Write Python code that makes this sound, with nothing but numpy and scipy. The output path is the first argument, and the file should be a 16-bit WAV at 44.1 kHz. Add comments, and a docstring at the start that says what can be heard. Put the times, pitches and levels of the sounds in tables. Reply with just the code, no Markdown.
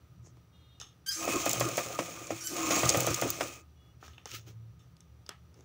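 """In a rumbling room with a far horn, an old cast-iron sewing machine stands close to a phone microphone.
Hands rustle cloth (noise and clicks) and tap the machine (short bursts) before and after the run.
A hand pushes the wheel twice, the palm squeaking on the rim (fluttering partials and rasping noise);
the machine runs up, stitches and coasts. Gritty sliding (shaken modes) lies under linkage ticks,
knocks in the wooden base and soft table thumps (struck modes)."""
import sys
import numpy as np
from scipy import signal
from scipy.fft import rfft, irfft, next_fast_len
from scipy.io import wavfile
from scipy.ndimage import uniform_filter1d

SR = 44100
rng = np.random.default_rng(int(sys.argv[2]) if len(sys.argv) > 2 else 0)


def to_wav(sig):
    """Store sig (one row per channel, or 1-D mono) as 16-bit WAV at the path in sys.argv[1].

    Samples outside -1..1 are clipped; the rate is SR.
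    """
    pcm = np.clip(np.atleast_2d(sig), -1, 1) * 32767
    pcm = np.round(pcm).astype(np.int16)
    wavfile.write(sys.argv[1], SR, pcm.T)  # frames by channels


N = 248724


def undb(db):
    """Gain of a dB value."""
    return 10 ** (np.asarray(db) / 20)


def unit(x):
    """Scale to rms 1."""
    return x / np.sqrt(np.mean(x ** 2))


def noise():
    """White noise."""
    return rng.standard_normal(N)


def track(rows, column):
    """One column of a curve at every sample."""
    rows = np.array(rows)
    return np.interp(np.arange(N) / SR, rows[:, 0], rows[:, column])


def gain(rows, column, fade_s=0.0025):
    """A dB column as gain, faded at both ends and silent outside its span."""
    t = np.arange(N) / SR
    edge = np.minimum(t - rows[0][0], rows[-1][0] - t) / fade_s
    return undb(track(rows, column)) * np.clip(edge, 0, 1)


def shade(points, hz):
    """Gain of a (f/Hz, level/dB) spectrum at given frequencies."""
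    points = np.array(points)
    return undb(np.interp(np.log(hz + 1), np.log(points[:, 0]), points[:, 1]))


def filtered(x, points):
    """Weight the spectrum of x by a (f/Hz, level/dB) curve."""
    size = next_fast_len(N)
    hz = np.arange(size // 2 + 1) * SR / size
    return irfft(rfft(x, size) * shade(points, hz), size)[:N]


def colour(x, points):
    """Give x a spectrum, at rms 1."""
    return unit(filtered(x, points))


def band(x, hz, width):
    """One resonance of a given width in Hz."""
    return signal.lfilter(*signal.iirpeak(hz, hz / width, SR), x)


def high(x, hz):
    """Take away what lies below hz."""
    return signal.sosfilt(signal.butter(2, hz, "high", fs=SR, output="sos"), x)


def ring(x, modes, damping):
    """Drive a set of decaying modes; damping divides their listed decay times."""
    out = 0
    for hz, db, t60 in modes:
        pole = np.exp((2j * np.pi * hz - np.log(1000) * damping / t60) / SR)
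        out = out + undb(db) * signal.lfilter([1], [1, -pole], x).imag
    return out


def grit(rate, spread_db):
    """Random clicks, rate per second, whose sizes have a long tail."""
    clicks = (rng.random(N) < rate / SR) * noise()
    return unit(clicks * undb(spread_db * np.minimum(rng.exponential(size=N), 3)))


def walk(rate):
    """Random levels, rate per second, slewed from one to the next; spread 1."""
    k = int(SR / rate)
    held = np.repeat(rng.standard_normal(N // k + 1), k)
    return unit(uniform_filter1d(held, k)[:N])


def burst(t60, rise_s, size=8192):
    """A puff of noise that rises and dies."""
    t = np.arange(size) / SR
    return rng.standard_normal(size) * np.minimum(t / rise_s, 1) * 1000. ** (-t / t60)


def add(out, s, x, db):
    """Lay x into out at s with peak db."""
    i = int(s * SR)
    x = x[:N - i]
    out[i:i + len(x)] += x * undb(db) / np.abs(x).max()


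def shaken(x, modes, damping, patchy_db, rate):
    """Contact points wander, so each mode swells and fades alone."""
    return unit(sum(undb(patchy_db * walk(rate)) * ring(x, [mode], damping) for mode in modes))


# wheel speed: [t/s, stitches per s]
WHEEL_SPEED = [(1.16, 1.1), (1.195, 3.5), (1.3, 4.77), (1.54, 6.87), (1.88, 4.31), (2.36, 3.04),
               (2.49, 1.6), (2.51, 3.5), (2.69, 5.3), (2.89, 8.45), (3.15, 6), (3.44, 4.17), (3.57, 1.9),
               (3.64, 0.16)]
# the hand drives the wheel: [grip t/s, release t/s]
HAND_PUSHES = [(1.19, 1.43), (2.54, 2.82)]
USUAL_SPEED = 6  # stitches per s, where speed adds nothing to a part's level
PUSH_FADE_S = 0.07  # the load comes and goes
AFTER_RISE_S, AFTER_FALL_S = 0.008, 0.085  # time constants of the shaking after a knock


def gear(law):
    """Gain of a running part: it grows with speed, changes under the hand and after each knock."""
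    db, speed_db, push_db, after_db = law
    t = np.arange(N) / SR
    push = sum(np.clip(np.minimum(t - a, b - t) / PUSH_FADE_S + 0.5, 0, 1) for a, b in HAND_PUSHES)
    times = np.array(BASE_KNOCKS)[:, 0]
    latest = np.maximum(np.searchsorted(times, t) - 1, 0)
    since = np.maximum(t - times[latest], 0)
    after = (1 - np.exp(-since / AFTER_RISE_S)) * np.exp(-since / AFTER_FALL_S)
    turning = (t > WHEEL_SPEED[0][0]) & (t < WHEEL_SPEED[-1][0])
    doublings = np.log2(track(WHEEL_SPEED, 1) / USUAL_SPEED)
    return turning * undb(db + speed_db * doublings + push_db * push + after_db * after)


# hiss of the room: [f/Hz, level per Hz/dB]
ROOM_SPECTRUM = [(25, -30.5), (60, -30), (200, -24), (300, -22.5), (600, -30.5), (1200, -35.5), (2500, -39),
                 (4500, -42), (9000, -51.5), (13000, -51.5), (15600, -47)]
# low room rumble over time: [t/s, level/dB]
RUMBLE_LEVEL = [(0.0, -59.5), (0.25, -53.5), (0.4, -61), (1.1, -62.5), (3.6, -62.5), (4.05, -59),
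                (4.27, -63.5), (4.5, -55.5), (4.8, -59.5)]
# two bands of the rumble: [f/Hz, width/Hz, relative level/dB]
RUMBLE_SHAPE = [(118.6, 20, 2), (165.5, 20, -4.5)]
# machine shaking the table: [level/dB, per speed doubling/dB, under the hand/dB, after a knock/dB]
TABLE_SHAKE = (-52.5, 13.5, -2.5, 15.5)
# deepest band, its own part without the share of the rumble: [f/Hz, width/Hz, level/dB]
DEEP_DRONE = (75.5, 24, -63)
# faint whines: [f/Hz, width/Hz, level/dB]
WHINES = [(1243, 45, -78), (5850, 85, -83.5)]
# far horn: [start t/s, end t/s, fundamental f/Hz, level/dB, highest multiple]
FAR_HORN = [(.51, .95, 409, -74, 10), (3.75, 3.95, 484, -74, 7)]
# resonances of the horn's bell: [f/Hz, level/dB]
HORN_BELL_SPECTRUM = [(2500, -30), (2860, -2), (3250, 1), (3690, 2), (4090, -4), (4300, -30)]
# a far engine: [f/Hz, level/dB]
ENGINE_HUM = (111, -47.5)
# its span: [start t/s, end t/s]
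ENGINE_SPAN = (4.32, 4.74)


def far_horn():
    """Harmonics from the sixth up flutter separately under the bell's resonances."""
    t = np.arange(N) / SR
    out = np.zeros(N)
    for a, b, hz, db, top in FAR_HORN:
        swell = gain([(a, db), (b, db)], 1, fade_s=0.042)
        for k in range(6, top + 1):
            flutter = undb(3 * walk(80))
            out += swell * shade(HORN_BELL_SPECTRUM, k * hz) * flutter * np.sin(2 * np.pi * k * hz * t)
    return out


def far_engine():
    """A far engine hums for a moment, wavering in pitch and level."""
    (a, b), (hz, db) = ENGINE_SPAN, ENGINE_HUM
    phase = 2 * np.pi * np.cumsum(hz * (1 + 0.0257 * walk(8.0))) / SR
    return gain([(a, db), (b, db)], 1, fade_s=0.022) * undb(1.3 * walk(9.7)) * np.sin(phase)


def room():
    """Filtered noise makes hiss, rumble, a drone and two faint whines, with a far hum and horn."""
    hiss = undb(-68 + 0.75 * walk(11.0)) * colour(noise(), ROOM_SPECTRUM)
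    low = unit(sum(undb(db) * unit(band(band(noise(), hz, w), hz, w)) for hz, w, db in RUMBLE_SHAPE))
    whine = sum(undb(db) * unit(band(noise(), hz, w)) for hz, w, db in WHINES)
    # the running machine shakes the table, which adds to the rumble
    rumble = undb(track(RUMBLE_LEVEL, 1) + 0.5 * walk(10.0)) + gear(TABLE_SHAKE)
    hz, width, db = DEEP_DRONE
    deep = unit(high(band(band(noise(), hz, width), hz, width), 58))
    drone = (undb(db + 2.0 * walk(2.1)) + undb(-15.5) * rumble) * deep
    return hiss + rumble * low + drone + whine + far_horn() + far_engine()


# cloth pulled: [loudest t/s, rise/s, fall/s, bright level/dB, dull level/dB, fizz level/dB]
CLOTH_PULLS = [(0.268, 0.045, 0.053, -76, -60.5, -61.5), (0.37, 0.054, 0.041, -89, -61, -88),
               (4.041, 0.038, 0.15, -57.5, -61.5, -65.5), (4.27, 0.015, 0.15, -51, -60, -60),
               (4.335, 0.043, 0.11, -47.5, -55.5, -58), (4.48, 0.039, 0.066, -59, -55, -65),
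               (5.601, 0.097, 0.13, -84, -62, -76)]
# bright part of the cloth: [f/Hz, level per Hz/dB]
CLOTH_SPECTRUM = [(710, -53), (1200, -35), (1250, 12.5), (1600, 1), (2800, 8.5), (5630, 3.5), (11900, -10),
                  (15600, -0.5)]
CLOTH_EDGE_DB = -19.5  # ends of the rise and the fall, against the peak


def pull(s, rise_s, fall_s, db):
    """Gain of one pull on the cloth: up to a peak and down again."""
    edge_db = db + CLOTH_EDGE_DB
    return gain([(s - rise_s, edge_db), (s, db), (s + fall_s, edge_db)], 1)


def cloth():
    """Cloth fibres crackle: clicks over noise in bright, dull and fizzing bands."""
    fibres = grit(800, 1.9) + 1.5 * noise()
    bright = high(colour(fibres, CLOTH_SPECTRUM), 740) * undb(3.3 * walk(50))
    fizz = unit(band(band(fibres, 6540, 1600), 5800, 2300))
    dull = unit(high(band(grit(300, 1.1) + 0.5 * noise(), 334, 107), 180))
    out = np.zeros(N)
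    for s, rise, fall, bright_db, dull_db, fizz_db in CLOTH_PULLS:
        rustle = undb(bright_db) * bright + undb(dull_db) * dull + undb(fizz_db) * fizz
        out += pull(s, rise, fall, 0) * rustle
    return out


# finger taps: [t/s, level/dB, centre f/Hz, width as share of centre, low part level/dB,
# tail against the tap/dB]
FINGER_TAPS = [(0.7998, -33.5, 5800, 0.21, -52, -5), (0.8133, -32, 5700, 0.22, -44, -13),
               (4.0269, -62, 6100, .4, -38.5, 0), (4.0799, -44, 5700, 0.4, -43, -13),
               (4.1334, -48, 3000, .6, -77, -4), (4.1804, -41.5, 2640, 0.19, -50, -10.5),
               (4.2565, -29.5, 6060, 0.41, -38, -16), (4.29, -41, 6000, .3, -56, -14),
               (4.3153, -33, 4020, 1, -52, -13), (4.338, -37, 5200, 0.65, -60, -20),
               (4.348, -39, 6000, .9, -58, -23), (4.363, -42, 4500, 1, -58, -23),
               (4.793, -56, 6400, 0.24, -76, -0.5), (4.967, -52.5, 4500, 0.91, -75, -20),
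               (5.0057, -44, 6300, .5, -71, -18), (5.2632, -41.5, 5000, 0.36, -54, -13.5),
               (5.2913, -26.5, 4450, .9, -32, -31), (5.542, -52, 5100, .5, -68, -13),
               (5.607, -51, 5800, 0.27, -70, -15)]
# presser foot, bar and plate: [f/Hz, level/dB, decay before damping/s]
PRESSER_MODES = [(423, 2, 0.1), (860, 9.5, 0.023), (1296, 7.5, 0.058), (1830, -1, 0.044),
                 (3010, 6.5, 0.019), (3540, 10.5, 0.014), (5450, -2, .05), (6430, -1, 0.047)]


def taps():
    """A fingertip snaps on the machine, then loose parts rattle the presser's modes."""
    out = np.zeros(N)
    for s, db, hz, share, low_db, tail_db in FINGER_TAPS:
        width = share * hz
        snap = burst(0.012, 0.00028)
        contact = unit(band(band(snap, hz, width), hz, 0.98 * width))
        metal = unit(high(ring(snap, PRESSER_MODES[4:], damping=2.2), 2400))
        add(out, s, contact + 0.42 * metal, db)
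        add(out, s, high(ring(burst(0.031, 0.0001), PRESSER_MODES[:3], damping=6.0), 360), low_db)
        # the rattle jumps in level every 128 samples
        rattle = burst(0.26, 0.002) * undb(2.0 * np.repeat(rng.standard_normal(64), 128))
        ringing = unit(band(ring(rattle, PRESSER_MODES[2:], damping=1.8), hz, hz))
        tail = ringing + 0.6 * unit(band(rattle, hz, width))
        add(out, s, high(tail, 430), db + tail_db)
        # the lower modes and the room answer the low part
        answer = burst(0.19, 0.013)
        modes = unit(ring(answer, PRESSER_MODES[:5], damping=2.2))
        around = unit(band(band(answer, 1280, 1900), 1240, 2400))
        add(out, s + 0.004, high(modes + 1.16 * around, 330), low_db - 8.5)
    return out


# palm on the rim, one list a squeak: [t/s, slip rate f/Hz, whistle level/dB, rasp level/dB,
# further level of partials above the second/dB]
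PALM_SQUEAKS = [
    [(1.061, 1565, -50, -42, -12), (1.072, 1562, -46.5, -44.5, -8), (1.09, 1593, -38.5, -47, -1.5),
     (1.1, 1625, -42, -48, -10), (1.113, 1576, -40, -41, -10), (1.122, 1604, -54, -37, -8),
     (1.225, 1555, -64, -45.5, -6)],
    [(2.404, 1440, -68, -45, -8), (2.434, 1457, -57, -45, -3), (2.447, 1517, -52, -43.5, -1.5),
     (2.468, 1513, -46.5, -52, -2.5), (2.476, 1496, -50, -38.5, -6), (2.49, 1515, -56, -41.5, -2),
     (2.55, 1506, -62, -45, -3)],
]
# response of the wheel rim: [f/Hz, level/dB]
RIM_SPECTRUM = [(1600, -1), (3200, 1), (4570, -3), (4780, 14), (6060, 5), (6370, 4), (7560, 11),
                (7970, -11), (9060, 2), (10600, 3), (11150, -20), (12100, 7), (12750, -18), (13600, -3)]
# rough rubbing: [f/Hz, level per Hz/dB]
RASP_SPECTRUM = [(710, -72), (1200, -7.5), (3270, -15), (6110, 0.5), (8480, -10), (15000, -17.5)]
# slips locked onto one wheel mode: [start t/s, end t/s, start f/Hz, end f/Hz, level/dB]
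WHEEL_LOCKS = [(1.091, 1.103, 4960, 5120, -29), (1.112, 1.148, 5160, 5000, -39.5),
               (1.11, 1.219, 6390, 6170, -43), (1.127, 1.218, 7500, 7750, -48),
               (2.403, 2.434, 5700, 5580, -43), (2.471, 2.487, 5600, 5720, -43)]


def squeaks():
    """Stick-slip: regular slips whistle in partials or lock onto a wheel mode; broken slips rasp."""
    out = np.zeros(N)
    for rows in PALM_SQUEAKS:
        hz = track(rows, 1) * (1 + 0.00516 * walk(300))
        phase = 2 * np.pi * np.cumsum(hz) / SR
        upper_db = track(rows, 4)
        stack = np.zeros(N)
        for k in range(1, 10):
            flutter = undb(0.64 * k * walk(90) + (k > 2) * upper_db)
            stack += shade(RIM_SPECTRUM, k * hz) * flutter * np.sin(k * phase + k * k)
        rasp = high(colour(noise() * (1 + 0.5 * np.cos(phase)), RASP_SPECTRUM), 1100)
        out += gain(rows, 2, fade_s=0.0016) * stack + gain(rows, 3, fade_s=0.0041) * rasp
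    for a, b, hz, end_hz, db in WHEEL_LOCKS:
        glide = track([(a, hz), (b, end_hz)], 1) * (1 + 0.00397 * walk(300))
        tone = np.sin(2 * np.pi * np.cumsum(glide) / SR)
        out += gain([(a, db), (b, db)], 1) * undb(3.3 * walk(120)) * tone
    return out


# wooden base: [f/Hz, level/dB, decay before damping/s]
BASE_MODES = [(135.7, -9, .15), (342, 9.5, 0.074), (533, 13, 0.034), (681, 2.5, 0.065), (1117, -9, 0.039),
              (1217, 3, 0.043), (1930, -19, 0.083)]
# cast iron: [f/Hz, level/dB, decay before damping/s]
IRON_MODES = [(2340, 6, 0.015), (3215, -17, 0.093), (4805, -8, 0.016), (5630, -3, 0.014), (6305, -3, 0.042),
              (6765, 4, 0.021), (7230, -5, 0.053)]
# needle plate: [f/Hz, level/dB, decay before damping/s]
PLATE_MODES = [(2204, -3, 0.1), (2512, 4, 0.0583), (2564, 1.5, 0.15)]
# sliding hiss: [f/Hz, level per Hz/dB]
SLIDE_SPECTRUM = [(880, -2), (1500, -10.5), (2750, -1.5), (3130, -4.5), (4720, -9), (6520, 0), (8170, -7),
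                  (11400, -17.5), (13700, -19.5), (15000, -8), (15600, -11)]
# running levels of base, hiss, plate and arm, each:
# [level/dB, per speed doubling/dB, under the hand/dB, after a knock/dB]
BASE_RUN = (-39.5, 10, 4, 5.5)
HISS_RUN = (-40.5, 9, 4.5, 5.5)
PLATE_RUN = (-55, 5, 10.5, 11.5)
ARM_RUN = (-44, 11, 4, 2)


def running():
    """Dry sliding contacts shake the base, the arm, the needle plate and the iron."""
    rough = grit(900, 0.9) + 0.5 * noise()
    grind = high(shaken(rough, BASE_MODES[1:4], damping=2.14, patchy_db=4.5, rate=25), 290)
    arm = high(shaken(rough, BASE_MODES[4:], damping=1.0, patchy_db=3.0, rate=33), 720)
    rub = grit(1200, 1.4) + 1.2 * noise()
    plate = high(shaken(rub, PLATE_MODES, damping=1.01, patchy_db=1.5, rate=21), 2100)
    iron = shaken(rub, IRON_MODES[1:], damping=0.61, patchy_db=6.5, rate=18)
    hiss = high(colour(rub, SLIDE_SPECTRUM) + undb(-10.0) * iron, 914)
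    low_parts = gear(BASE_RUN) * grind + gear(ARM_RUN) * arm
    return low_parts + gear(HISS_RUN) * undb(1.4 * walk(70)) * hiss + gear(PLATE_RUN) * plate


# frame modes: [f/Hz, decay before damping/s, level/dB, per speed doubling/dB]
FRAME_MODES = [(291, 0.23, -60, 11.5), (326.9, 0.41, -59.5, 0.5), (1083, 0.088, -58, 7.5),
               (1244, 0.078, -61.5, 1.5), (6700, .02, -65, 9.5), (7380, 0.17, -64.5, 22.5)]
STRAIN_PUSH_DB = 16  # louder under the hand


def strain():
    """Narrow modes of the frame sing under the hand's load, each swelling and fading alone."""
    rough = grit(700, 2.8) + 0.4 * noise()
    out = np.zeros(N)
    for hz, t60, db, speed_db in FRAME_MODES:
        mode = shaken(rough, [(hz, 0, t60)], damping=0.7, patchy_db=1.0, rate=19)
        out += gear((db, speed_db, STRAIN_PUSH_DB, 0)) * mode
    return out


# linkage ticks: [t/s, rattle level/dB, top edge level/dB], before the trims below
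LINKAGE_TICKS = [(1.252, -23.5, -25.5), (1.3587, -21, -39), (1.4574, -16, -17), (1.493, -13, -19),
                 (1.5122, -16.5, -22), (1.5311, -14.5, -17), (1.5973, -22, -21), (1.604, -17, -25),
                 (1.687, -23, -28), (1.7711, -18, -25), (1.9872, -26.5, -53), (2.269, -27, -55),
                 (2.4712, -22, -27), (2.5656, -23, -45), (2.856, -15, -32), (2.889, -16.5, -39.5),
                 (2.8916, -5, -43), (2.9, -10.5, -40), (2.939, -16, -37), (2.9716, -21.5, -18),
                 (3.005, -13.5, -16), (3.0663, -16, -21), (3.105, -20.5, -30), (3.143, -13.5, -20),
                 (3.214, -16.5, -22), (3.303, -16, -14.5)]
SLACK_PER_S, SLACK_DB = 220, -49.5  # small rattles between the louder ticks


def ticks():
    """Slack joints snap: a rattle into the iron and a very short top edge."""
    out = np.zeros(N)
    for s, db, top_db in LINKAGE_TICKS:
        rattle = ring(burst(0.021, 0.000085), IRON_MODES[2:], damping=4.1)
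        add(out, s, high(rattle, 3200), db - 4.0)
        edge = band(burst(0.01, 0.0003), 15300, 2500)
        add(out, s, high(edge, 10000), top_db - 3.0)
    slack = unit(high(ring(grit(SLACK_PER_S, 1.7), IRON_MODES, damping=0.47), 2000))
    return out + gear((SLACK_DB, 6, 3.0, 0)) * slack


# knocks: [t/s, level/dB, bright edge level/dB], before the trims below
BASE_KNOCKS = [(1.278, -21.5, -34), (1.463, -22.5, -28.5), (1.61, -21, -29.5), (1.779, -23, -29),
               (1.99, -23, -29.5), (2.306, -23.5, -35), (2.708, -22, -29), (2.833, -21.5, -28),
               (2.946, -22, -27.5), (3.073, -22, -33), (3.222, -22, -29.5), (3.409, -25, -27.5)]


def knocks():
    """A blow of a few cycles, then the base rings on; metal edges give a brief crack."""
    out = np.zeros(N)
    t = np.arange(8192) / SR
    for s, db, edge_db in BASE_KNOCKS:
        push = np.exp(-((t - 0.001) / 0.00042) ** 2) + 0.37 * burst(0.02, 0.0029)
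        blow = band(band(push, 640, 300), 600, 450)
        add(out, s - 0.001, blow, db + 3.5)
        wood = ring(burst(0.11, 0.0047), BASE_MODES, damping=1.2)
        add(out, s + 0.0021, high(wood, 150), db - 3.0)
        crack = ring(burst(0.064, 0.00038), BASE_MODES[-2:] + IRON_MODES[:4], damping=7.7)
        add(out, s - 0.001, high(crack, 930), edge_db + 8.0)
    return out


# the feed drops and thumps the table: [t/s, peak level/dB]
FEED_THUMPS = [(1.495, -42), (2.852, -25.5), (2.969, -27), (3.105, -29)]
# table top: [f/Hz, level/dB, decay before damping/s]
TABLE_MODES = [(124.7, -5, .25), (155, -7, 0.083)]


def thumps():
    """A soft push rings the table top."""
    out = np.zeros(N)
    t = np.arange(16384) / SR
    push = np.exp(-((t - 0.002) / 0.0017) ** 2)
    thump = -high(high(ring(push, TABLE_MODES, damping=1.1), 62), 62)
    for s, db in FEED_THUMPS:
        add(out, s, thump, db)
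    return out


# faint side signal against the mid: [f/Hz, level/dB]
SIDE_SPECTRUM = [(25, -14), (60, -31), (500, -40), (1500, -33), (6000, -36), (14000, -28)]
SIDE_LAG_S = 0.023


def scene():
    """Both channels are almost alike; a filtered, delayed copy of the mid is opposite in the two."""
    hands = cloth() + taps()
    machine = running() + strain() + ticks() + knocks() + thumps()
    mid = room() + hands + squeaks() + machine
    side = filtered(np.roll(mid, int(SIDE_LAG_S * SR)), SIDE_SPECTRUM)
    return np.array([mid + side, mid - side])


SHELF_HZ, TOP_HZ = 15650, 16800  # the sound dulls above the first and ends at the second


def record(dry):
    """The treble peaks near 15.7 kHz, dulls just above and ends at 16.8 kHz."""
    dulled = dry + undb(-2.5) * band(dry, 15700, 920)
    dulled = signal.sosfilt(signal.ellip(6, 0.5, 22, SHELF_HZ, fs=SR, output="sos"), dulled)
    return signal.sosfilt(signal.ellip(10, 0.2, 70, TOP_HZ, fs=SR, output="sos"), dulled)


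dry = scene()
out = record(dry)
to_wav(out)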